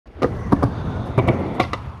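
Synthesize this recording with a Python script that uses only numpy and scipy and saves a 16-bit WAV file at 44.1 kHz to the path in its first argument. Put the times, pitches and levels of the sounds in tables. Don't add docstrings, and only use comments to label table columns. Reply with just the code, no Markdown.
import sys
import numpy as np
from scipy import signal
from scipy.io import wavfile

SR = 44100
rng = np.random.default_rng(int(sys.argv[2]) if len(sys.argv) > 2 else 0)


def ratio_of_db(decibels):
    return 10 ** (np.asarray(decibels, float) / 20)


def wav_record(signal):
    frames = np.transpose(np.atleast_2d(signal))
    bounded = np.clip(frames, -1, 1)
    quanta = np.round(bounded * 32767).astype(np.int16)
    wavfile.write(sys.argv[1], SR, quanta)


N = 88200


def at_hz(points, hz):
    p = np.array(points)
    return np.interp(np.log(hz), np.log(p[:, 0]), p[:, 1])


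def in_time(s, values):
    return np.interp(np.arange(N) / SR, s, values)


def rms_one(x):
    return x / np.sqrt(np.mean(x ** 2) + 1e-20)


def band(x, low_hz, high_hz):
    return signal.sosfilt(signal.butter(2, [low_hz, high_hz], "band", fs=SR, output="sos"), x)


def drift(rate):
    r = np.exp(-80 * np.pi * rate / SR)
    noise = rng.standard_normal(N // 40 + 2002)
    slow = signal.lfilter([1], [1, -2 * r, r * r], noise)[2000:]
    return np.interp(np.arange(N) / 40, np.arange(len(slow)), rms_one(slow))


def ring(x, hz, t60):
    r, w = ratio_of_db(-60 / (t60 * SR)), 2 * np.pi * hz / SR
    return signal.lfilter([0, np.sin(w)], [1, -2 * r * np.cos(w), r * r], x + 1e-18)


def swell(clicks, fall_s, rise_s=.001):
    fall = signal.lfilter([1], [1, -np.exp(-1 / (fall_s * SR))], clicks + 1e-18)
    rise = np.exp(-1 / (rise_s * SR))
    return signal.lfilter([1 - rise], [1, -rise], fall)


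def grit(rate, size_db):
    sizes = ratio_of_db(size_db * np.minimum(rng.exponential(1, N), 4))
    signs = rng.choice([-1, 1], N)
    happens = rng.random(N) < rate / SR
    return rms_one(rms_one(sizes * signs * happens) + rng.standard_normal(N))


def air():
    open_air = ratio_of_db(-90) * rms_one(band(rng.standard_normal(N), 403, 5700))
    leaves = ratio_of_db(-78) * rms_one(band(rng.standard_normal(N), 8000, 15000))
    return open_air + leaves


# delay [t/s], [level/dB]
ECHOES = [(0.018, -17.5), (.043, -22.5)]


def outdoors(x):
    dull, out = signal.lfilter([.4], [1, -.6], x), x.copy()
    for s, db in ECHOES:
        lag = int(s * SR)
        out[lag:] += ratio_of_db(db) * dull[:-lag]
    return out


# start [t/s], length [t/s], [level/dB], low [f/Hz], high [f/Hz]
SCUFFS = [
    (0.068, 0.013, -56, 1190, 5040),
    (0.112, .012, -61, 1500, 4330),
    (0.39, 0.032, -62, 7800, 12000),
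    (1.046, 0.06, -58, 7980, 12800),
    (1.387, 0.033, -59, 7800, 12600),
    (1.537, 0.037, -52.5, 2500, 13000),
    (1.606, 0.03, -43, 1980, 4560),
    (1.623, 0.023, -36, 4400, 4960),
    (1.625, 0.021, -69, 7580, 13100),
]


def scuffs():
    out, source = 0, grit(3300, 1.1)
    for s, length, db, low_hz, high_hz in SCUFFS:
        times = [s, s + 0.26 * length, s + length, s + 1.1 * length]
        shape = in_time(times, [0.0099, 0.82, 0.25, 0.012])
        out = out + ratio_of_db(db) * shape * rms_one(band(source, low_hz, high_hz))
    return out


# [t/s], [f/Hz], [level/dB]
WHINE = [(.3, 1993, -28), (.425, 1980, -25), (.445, 1960, -15), (.51, 1890, -21), (.56, 1744, -25),
         (.62, 1660, -22.5), (.7, 1551, -22.5), (0.949, 1470, -22), (1.151, 1450, -30), (1.2, 1450, -43)]


def whine():
    s, hz, db = np.transpose(WHINE)
    wobble_hz = 60 * drift(SR / 200)
    phase = 2 * np.pi * np.cumsum(in_time(s, hz) + wobble_hz) / SR
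    return ratio_of_db(in_time(s, db) + 4.6 * drift(40)) * np.sin(phase)


# [f/Hz], width [f/Hz], [level/dB], from [t/s], to [t/s]
RESONANCES = [(101.3, 21, -16.5, 0.2, 1.36), (4530, 600, -33.5, 0.63, 0.82), (435, 95, -4.5, 0.21, 0.32),
              (1120, 150, -15.5, 0.37, 0.49), (692, 79, -14.5, 0.86, 1.14), (3610, 350, -29.5, 0.69, 1.2),
              (5960, 440, -33, 0.37, 0.475), (6200, 510, -44, 0.45, 1.4), (10400, 630, -51, 0.31, 2.5),
              (2115, 360, -20, 1.12, 1.71), (3460, 490, -26.5, 1.48, 1.68), (1104, 400, -10.5, 1.658, 2.6)]


def singing():
    out = 0
    for hz, width_hz, db, start, end in RESONANCES:
        t60 = 1.5 / width_hz
        tone = rms_one(ring(ring(rng.standard_normal(N), hz, t60), hz, t60))
        shape = in_time([start - .04, start + 0.069, end - .02, end + 0.029], [0, 1, 1, 0])
        out = out + ratio_of_db(db + drift(12)) * shape * tone
    return out


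# [f/Hz], [level/dB] per Hz
EDGE_COLOUR = [(25, -9), (70, 4), (150, -12.5), (300, -8.5), (1200, -22.5), (1700, -28), (2500, -30.5),
               (15000, -75)]
NEAR_COLOUR = [(25, -12), (85, -1), (350, -15), (1250, -28.5), (1650, -32.5), (2500, -43.5), (6500, -56.5),
               (15000, -64)]
FLAT_COLOUR = [(25, -14), (90, 2), (350, -11.5), (1200, -20.5), (1700, -33), (2600, -39.5), (6500, -53.5),
               (15000, -67.5)]
FAR_COLOUR = [(25, -20), (90, -2), (350, -4), (1200, -17), (1600, -42), (2500, -34), (6500, -55),
              (15000, -63)]
TOP_COLOUR = [(25, -29), (75, 1.5), (300, -21.5), (1200, -32), (1600, -33.5), (2500, -35.5), (6500, -55),
              (15000, -62)]
SURFACE_STARTS = [
    .22,
    .6,
    1.2,
    1.66,
]


def rolling():
    out, power, together, blend_s = 0, 0, drift(10.8), 0.055
    edges = 22 * 2 ** np.arange(0, 9.5, 1 / 3)
    source = [grit(3000, 3.5), grit(3000, 3.5)]
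    colours = EDGE_COLOUR, NEAR_COLOUR, FLAT_COLOUR, FAR_COLOUR, TOP_COLOUR
    s = np.ravel([[t - blend_s, t + blend_s] for t in SURFACE_STARTS])
    for k, (low, high) in enumerate(zip(edges, edges[1:])):
        hz = np.sqrt(low * high)
        db = np.repeat([at_hz(colour, hz) for colour in colours], 2)[1:-1]
        gain = ratio_of_db(in_time(s, db))
        unevenness = ratio_of_db(.9 * together + 1.54 * drift(22))
        out = out + gain * unevenness * band(source[k % 2], low, high)
        power = power + gain ** 2 * (high - low) * 2 / SR
    return out / np.sqrt(power)


# [t/s], [level/dB]
WHEEL_LOAD = [(.06, -43), (.14, -40.5), (.21, -32), (.26, -25), (.42, -26), (.58, -25.5), (.75, -25.5),
              (1.0, -24.5), (1.14, -27.5), (1.24, -23.5), (1.36, -22.5), (1.5, -24.5), (1.66, -28),
              (1.8, -30.5), (2.0, -35)]


def wheels():
    s, db = np.transpose(WHEEL_LOAD)
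    return ratio_of_db(in_time(s, db)) * (rolling() + singing() + whine())


# [t/s], [f/Hz], peak [level/dB], cycles
THUDS = [(.2352, 430, -3.5, 2.75), (0.2308, 4050, -28, 48), (.465, 190, -22.5, 5.2), (0.5319, 267, 0, 4.7),
         (0.6242, 490, -16, 5.8), (0.6369, 560, 0, 2.4), (0.646, 105, -12, 11), (0.681, 197, -14.5, 6.5),
         (0.996, 96, -18.5, 3.5), (1.1801, 527, -4, 3.8), (1.1869, 374, -5.5, 6.2), (1.239, 88, -18, 9.2),
         (1.2771, 149, -8.5, 5.6), (1.2984, 216, -2.5, 3.1), (1.6003, 620, -5, 4.6), (1.616, 2280, -26, 92),
         (1.639, 2050, -24, 40), (1.7336, 980, -9, 6.6)]


def thuds():
    out = 0
    for s, hz, db, cycles in THUDS:
        click = np.zeros(N)
        click[int(s * SR)] = -ratio_of_db(db + 3.5)
        out = out + band(ring(click, hz, cycles / hz), .3 * hz, 2.78 * hz)
    return out


def body(modes, s, db, offset_db, chatter):
    out, at, chatter_s = 0, (s * SR).astype(int), .003
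    for hz, level_db, t60 in modes:
        luck = rng.standard_normal((len(s), 2))
        clicks, signs = np.zeros(N), np.zeros(N)
        clicks[at] = ratio_of_db(db + level_db + offset_db + 2.5 * luck[:, 0])
        signs[at] = np.where(luck[:, 1] > 1, 1, -1)
        shake = swell(clicks, chatter_s) * rng.standard_normal(N) * np.sqrt(2 / (chatter_s * SR))
        out = out + ring(clicks * signs + chatter * ratio_of_db(-8) * shake, hz, t60)
    return out


# [t/s], then knock, ramp boom, truck ring and crack, each [level/dB]
COPING_HITS = [(0.2194, -11, -52, -37, -38), (0.2225, -12.5, -54, -30, -33.5), (.2303, -5, -14.5, -28, -28),
               (.2348, -10, -25.5, -35, -38), (0.2403, -12.5, -57, -56, -42), (0.244, -4.5, -53, -42, -43),
               (0.253, -13.5, -50, -42, -52)]
NEAR_HITS = [(0.5205, -14, -17.5, -59, -32), (0.5225, -9, -44, -59, -29), (0.527, -4.5, -37, -57, -41),
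             (0.5295, -7, -51, -52, -28), (0.6261, -12, -48, -49, -31), (0.63, -9, -43, -44, -27),
             (0.6366, -9.5, -16.5, -62, -25)]
FAR_HITS = [(1.1762, -18, -7.5, -40, -29), (1.1795, -3, -30, -32, -35), (1.185, -15.5, -52, -31, -27.5),
            (1.189, -7, -37, -22.5, -52), (1.1968, -9, -49, -27.5, -57), (1.2751, -12, -4.5, -32, -28),
            (1.2818, -6.5, -18, -29, -25.5), (1.2873, -5.5, -48, -18.5, -54), (1.297, -10, -39, -41, -62)]
PLATE_HITS = [(1.597, -8.5, -15, -25, -30.5), (1.5998, -0.5, -43, -9, -22.5), (1.6045, -18, -34, -28, -32),
              (1.609, -7, -47, -21.5, -37), (1.6153, -29, -31, -30, -40), (1.623, -18, -42, -28, -36),
              (1.631, -29, -41, -31, -39), (1.6391, -21.5, -55, -30, -48), (1.65, -20, -51, -33, -50)]
LIP_HITS = [(1.7325, -7, -55, -19.5, -28), (1.7365, -21, -50, -22, -63), (1.7395, -17.5, -47, -37, -56),
            (1.745, -20, -46, -36, -50)]
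# [f/Hz], [level/dB], t60 [t/s]
COPING = [(287, 0, 0.035), (394, 1, 0.022), (495, 3.5, 0.043), (732, -5, 0.03), (1020, -7.5, 0.018),
          (1230, 0, 0.022), (1550, -12, .012), (1940, -7, .015)]
NEAR_DECK = [(200, 4, 0.044), (279.4, 1, 0.077), (443, -1.5, 0.036), (620, -1, 0.024), (716, 5, 0.0067),
             (980, 5, 0.022), (1130, 2, 0.037), (1396, -12, 0.042)]
FAR_DECK = [(265, -1.5, 0.034), (363, 1, 0.053), (514, -2.5, 0.027), (652, 1.5, 0.054), (766, -4, 0.028),
            (973, -2, 0.054), (1145, -6.5, 0.035), (1410, -34, 0.018)]
PLATE = [(375, -5.5, 0.033), (524, -3, .03), (735, -1.5, 0.052), (910, -8, 0.018), (1132, 1, 0.029),
         (1372, -11.5, 0.087)]
LIP = [(667, 8, 0.013), (840, -19, 0.0087), (1020, 0, 0.033), (1200, 3.5, 0.022), (1830, -2, 0.014)]
RAMP = [(88.6, -14.5, 0.5), (124.7, -3.5, 0.17), (147, -9.5, 0.072)]
TRUCK = [(2040, 2.5, .014), (2250, 3, 0.029), (2270, -10, 0.019), (2760, -4, 0.014), (3000, -15, .011),
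         (3630, -10.5, 0.018), (3900, -25, .012)]
STEEL_TRUCK = [(2050, 3.5, 0.019), (2280, -9.5, 0.02), (2700, -2, 0.011), (3100, -12, .008),
               (3590, -4, 0.014), (3980, -10.5, 0.015)]
CRACK_BODY = [
    3,
    -5,
    -7.5,
    3,
    7.5,
]
CRACK_LOW = [
    1960,
    3300,
    2760,
    1960,
    1960,
]


def clacks():
    places = [(COPING_HITS, COPING, TRUCK), (NEAR_HITS, NEAR_DECK, TRUCK), (FAR_HITS, FAR_DECK, TRUCK),
              (PLATE_HITS, PLATE, STEEL_TRUCK), (LIP_HITS, LIP, STEEL_TRUCK)]
    knock = boom = truck = crack = 0
    for (hits, modes, metal), crack_body_db, low_hz in zip(places, CRACK_BODY, CRACK_LOW):
        s, knock_db, boom_db, truck_db, crack_db = np.transpose(hits)
        clicks = np.zeros(N)
        clicks[(s * SR).astype(int)] = ratio_of_db(crack_db + 4.5)
        shape = swell(clicks, 0.0022) + ratio_of_db(-28.5) * swell(clicks, 0.052)
        burst = shape * rng.standard_normal(N)
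        crack = crack + ratio_of_db(crack_body_db) * band(burst, low_hz, 5790)
        crack = crack + ratio_of_db(-10) * band(burst, 4300, 11950)
        boom = boom + body(RAMP, s, boom_db, 1.7, 0)
        knock = knock + body(modes, s, knock_db, -9, 1.0)
        truck = truck + body(metal, s, truck_db, -1.9, 2.05)
    knock = band(band(knock, 182, 1500), 51, 1.7 * 1500)
    boom = band(boom, 72, 500)
    truck = band(band(truck, 1770, 4000), 1760, 5700)
    return knock + boom + truck + crack + thuds()


def scene():
    return (air() + wheels() + outdoors(clacks() + scuffs()))[None]


def roll_off(x):
    return signal.sosfilt(signal.butter(12, 15320, fs=SR, output="sos"), x)


def record(dry):
    notch_hz, notch_width_hz = 7450, 600
    b, a = signal.iirnotch(notch_hz, notch_hz / notch_width_hz, SR)
    x = dry - 0.58 * (dry - signal.lfilter(b, a, dry))
    x = band(x, 28, 10200)
    start_s, fade_s = 0.0566, 0.0018
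    x = 1.162 * np.tanh(x / 1.282) * in_time([start_s, start_s + fade_s], [0, 1])
    x = signal.sosfilt(signal.cheby2(10, 30, 15700, fs=SR, output="sos"), x)
    return roll_off(x)


dry = scene()
out = record(dry)
wav_record(out)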